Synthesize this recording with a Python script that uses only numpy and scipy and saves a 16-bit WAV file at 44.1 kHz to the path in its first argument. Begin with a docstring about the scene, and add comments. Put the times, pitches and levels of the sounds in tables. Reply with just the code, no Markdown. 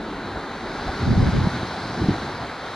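"""Surf rushes on a sandy beach: a steady low wash, a roar and a foam hiss that swell as a small wave runs up.
Wind buffets the microphone in a few puffs and two gusts, and its strongest eddies land as dull bumps.
The sea reaches the left port a little before the right."""
import sys
import numpy as np
from scipy import signal
from scipy.fft import rfft, irfft, next_fast_len
from scipy.io import wavfile
from scipy.ndimage import uniform_filter1d, map_coordinates

SR = 44100
rng = np.random.default_rng(int(sys.argv[2]) if len(sys.argv) > 2 else 0)


def wrap_up_sound(samples):
    """Save the sound to the file named by the first command line argument, as 16-bit audio."""
    columns = np.atleast_2d(samples).T
    # keep every value between -1 and 1, then stretch to whole-number steps
    tamed = np.clip(columns, -1, 1)
    steps = np.round(tamed * 32767).astype(np.int16)
    wavfile.write(sys.argv[1], SR, steps)


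N = 121275

# Wind spectra. Each row: frequency in Hz, density in dB.
BUFFET_SPECTRUM = [(15, -21), (30, -40), (55, -3), (100, 0.5), (170, -1.5), (250, -3.5), (350, -7),
                   (480, -21), (800, -56), (2000, -70), (8000, -120)]
GUST_SPECTRUM = [(15, -10), (30, -13), (55, -4), (100, 2), (160, -9.5), (250, -8.5), (350, -21.5),
                 (480, -24), (800, -47), (2000, -43), (8000, -120)]
THUD_SPECTRUM = [(20, -18), (65, 3.5), (150, -11), (300, -9.5), (500, -22), (1100, -50), (8000, -120)]
HOLLOW_SPECTRUM = [(20, -80), (400, -24), (600, -6), (720, 0), (900, -10), (1150, -15), (1500, -8.5),
                   (2500, -36), (8000, -100)]
# Sea spectra. Each row: frequency in Hz, density in dB.
WASH_SPECTRUM = [(15, -49), (30, 1), (100, -16), (200, -3.5), (300, 0.5), (420, -2.5), (600, -13.5),
                 (1200, -50), (5000, -120)]
ROAR_SPECTRUM = [(20, -59), (200, -6.5), (450, -2.5), (600, -1), (780, 2), (1200, -3.5), (1600, -4),
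                 (1850, -8), (2150, -10), (2600, -22), (3200, -32), (6000, -64), (15000, -90)]
FOAM_SPECTRUM = [(200, -38), (900, 0.5), (1500, 8), (1800, -0.5), (2150, -1), (2800, -5.5), (3200, -3),
                 (3650, -1), (3950, 3), (4400, -1.5), (5000, -22), (5500, -22), (6100, -15), (7100, -22),
                 (8700, -28.5), (10300, -30), (12500, -38), (14800, -50)]
SPRAY_SPECTRUM = [(1000, -58), (3800, -2.5), (4800, 8.5), (5500, 0.5), (6200, -4), (7100, -12.5),
                  (8700, -15.5), (10300, -19.5), (12500, -44), (14800, -60)]
# Stereo widths. Each row: frequency in Hz, side minus mid in dB.
WIND_WIDTH = [(30, -33), (90, -39), (160, -23), (260, -22), (420, -9.5), (900, -8)]
GUST_WIDTH = [(30, -35), (70, -21), (110, -18), (160, -2), (260, -3), (420, 0), (900, 0)]
SEA_WIDTH = [(60, -45), (300, -42), (700, -22.5), (1200, -18), (2000, -14), (2500, -6.5), (3200, -9.5),
             (4000, -15), (5000, -4), (6300, -2.5), (7200, 2), (9000, 5.5), (14000, 13)]
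# Phase lead. Each row: frequency in Hz, share of the side signal that puts the left ahead.
LEFT_LEAD = [(100, 0.29), (2000, 0.98), (2700, -.2), (4000, .6), (5500, 0.7), (9000, 0.38), (14000, .1)]
NO_LEAD = [(100, 0)]
# Breeze on the microphone. Each row: time in seconds, level in dB.
BREEZE_LEVELS = [(0, -51), (.25, -38), (.5, -45), (.8, -37.5), (.97, -38), (1.03, -25), (1.5, -33),
                 (1.6, -31), (1.74, -38), (1.93, -33.5), (2.0, -25), (2.135, -26), (2.2, -34.5),
                 (2.37, -39), (2.45, -30.5), (2.51, -47), (2.75, -41.5)]
# Soft puffs. Each row: centre in seconds, thud level in dB, hollow midrange level in dB.
PUFFS = [(0.373, -33, -31), (0.886, -27, -30.5), (1.145, -28, -30.5)]
# Surges of the strong gust. Each row: start in seconds, end in seconds, level in dB.
SURGES = [(1.068, 1.132, -18.3), (1.158, 1.242, -18.5), (1.256, 1.299, -18.5), (1.333, 1.392, -17.3),
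          (1.409, 1.468, -24.5)]
# Strongest eddies. Each row: start in seconds, peak in dB, pitch in Hz, T60 in seconds.
BUMPS = [(1.106, -9.5, 120, .06), (1.175, -10.5, 160, .05), (1.202, -10.5, 140, .035),
         (1.227, -8.5, 105, .03), (1.288, -13, 170, .03), (1.35, -13, 160, .06), (1.471, -7.5, 175, .032),
         (1.631, -18, 200, .025), (2.037, -16, 130, .06), (2.086, -8, 190, .04), (2.093, -12, 290, .03),
         (2.107, -18, 105, .07)]
# Run-up of the wave. Each row: time in seconds, then wash, roar and foam levels in dB.
SURF_LEVELS = [(0, -34, -36, -42), (.5, -35.5, -34.5, -40.5), (.8, -37.5, -32.5, -38.5),
               (1.1, -35, -33.5, -37), (1.55, -38, -30.5, -37), (1.75, -38.5, -33, -37.5),
               (2.05, -36, -33.5, -37), (2.42, -38, -33, -39.5), (2.55, -46.5, -34.8, -39.5),
               (2.75, -48, -34, -39)]


def amp(db):
    """Decibels to gain."""
    return 10 ** (np.asarray(db) / 20)


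def unit_rms(x):
    """x at rms 1."""
    return x / np.sqrt(np.mean(x ** 2) + 1e-20)


def along(points, hz):
    """(Hz, value) points read on a log axis."""
    knots_hz, values = np.transpose(points)
    return np.interp(np.log(hz + 1), np.log(knots_hz + 1), values)


def curves(rows):
    """One value per sample for each column after the time."""
    times_s, *columns = np.transpose(rows)
    return [np.interp(np.arange(N) / SR, times_s, column) for column in columns]


def wobble(knots_per_s):
    """Smooth random curve."""
    position = np.arange(N) * knots_per_s / SR + 2
    return map_coordinates(rng.standard_normal(1024), [position], mode="wrap")


def filtered(x, response):
    """x through a complex frequency response."""
    size = next_fast_len(N + 8192)
    hz = np.fft.rfftfreq(size, 1 / SR)
    return irfft(rfft(x, size) * response(hz), size)[..., :N]


def rush(spectrum, width, lead, patchy_db):
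    """Stereo noise with random gain patches in time and frequency; mid at rms 1."""
    bins = signal.stft(rng.standard_normal((2, N)), nperseg=512)[2]
    patches = uniform_filter1d(rng.standard_normal(bins.shape[1:]), size=6, axis=0)
    patches = uniform_filter1d(patches, size=14, axis=1)
    pair = signal.istft(bins * amp(patchy_db * unit_rms(patches)), nperseg=512)[1][:, :N]
    mid, diffuse = unit_rms(filtered(pair, lambda hz: amp(along(spectrum, hz))))
    share = lambda hz: np.clip(along(lead, hz), -1, 1)
    side = filtered(mid, lambda hz: 1j * share(hz))  # quadrature shifts left against right
    side += filtered(diffuse, lambda hz: np.sqrt(1 - share(hz) ** 2))
    side = filtered(side, lambda hz: amp(along(width, hz)))
    return np.array([mid + side, mid - side])


def buffeting():
    """Fluttering rumble that follows the breeze, nearly the same on both ports."""
    breeze_db, = curves(BREEZE_LEVELS)
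    flutter = unit_rms(amp(-1.6 * wobble(knots_per_s=36)))
    return amp(breeze_db) * flutter * rush(BUFFET_SPECTRUM, WIND_WIDTH, NO_LEAD, patchy_db=-0.46)


def puffs(width_s=.02):
    """Brief soft puffs: a low thud under a hollow midrange."""
    t = np.arange(N) / SR
    out = np.zeros((2, N))
    for centre_s, thud_db, hollow_db in PUFFS:
        thud = amp(thud_db) * rush(THUD_SPECTRUM, WIND_WIDTH, NO_LEAD, patchy_db=0)
        hollow = amp(hollow_db) * rush(HOLLOW_SPECTRUM, SEA_WIDTH, LEFT_LEAD, patchy_db=0)
        out += np.exp(-((t - centre_s) / width_s) ** 2) * (thud + hollow)
    return out


def gust(rise_s=.006, fall_s=.005):
    """The strong gust surges, its eddies small enough to hit each port differently."""
    t = np.arange(N) / SR
    force = np.zeros(N)
    for start_s, end_s, level_db in SURGES:
        rise = np.exp(-np.maximum(start_s - t, 0) / rise_s)
        fall = np.exp(-np.maximum(t - end_s, 0) / fall_s)
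        force += amp(level_db) * rise * fall
    return force * rush(GUST_SPECTRUM, GUST_WIDTH, NO_LEAD, patchy_db=1.5)


def bumps(rise_s=.001, scatter_db=.5):
    """Each strong eddy: a pressure push that swings back and dies fast, unequal on the two ports."""
    out = np.zeros((2, N))
    for start_s, peak_db, pitch_hz, t60_s in BUMPS:
        t = np.maximum(np.arange(N) / SR - start_s, 0)
        envelope = (1 - np.exp(-t / rise_s)) * np.exp(-np.log(1000) * t / t60_s)
        push = envelope * np.sin(2 * np.pi * pitch_hz * t)
        port_gains = amp(peak_db + scatter_db * rng.standard_normal((2, 1)))
        out += port_gains * push / push.max()
    return out


def surf(foam_crest_db=-38.5, spray_crest_db=-50, spray_db_per_db=2.4, left_louder_db=0.3):
    """Low wash, roar of tumbling water and foam hiss churn independently; spray brightens the crest."""
    def water(spectrum, level_db, patchy_db):
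        return amp(level_db) * rush(spectrum, SEA_WIDTH, LEFT_LEAD, patchy_db)

    wash_db, roar_db, foam_db = curves(SURF_LEVELS)
    spray_db = spray_crest_db + spray_db_per_db * (foam_db - foam_crest_db)
    wash = water(WASH_SPECTRUM, wash_db + 0.98 * wobble(5.8), patchy_db=-1.0)
    roar = water(ROAR_SPECTRUM, roar_db + 0.44 * wobble(11.8), patchy_db=0.6)
    foam = water(FOAM_SPECTRUM, foam_db + 0.57 * wobble(9.7), patchy_db=0.75)
    spray = water(SPRAY_SPECTRUM, spray_db, patchy_db=1.5)
    balance = amp(left_louder_db * np.array([[.5], [-.5]]))
    return (wash + roar + foam + spray) * balance


def scene():
    """Surf plus wind on the microphone."""
    return surf() + buffeting() + gust() + puffs() + bumps()


def record(dry, cutoff_hz=15009):
    """The camera's band limit: a brick-wall low-pass."""
    return filtered(dry, lambda hz: hz < cutoff_hz)


dry = scene()
out = record(dry)
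wrap_up_sound(out)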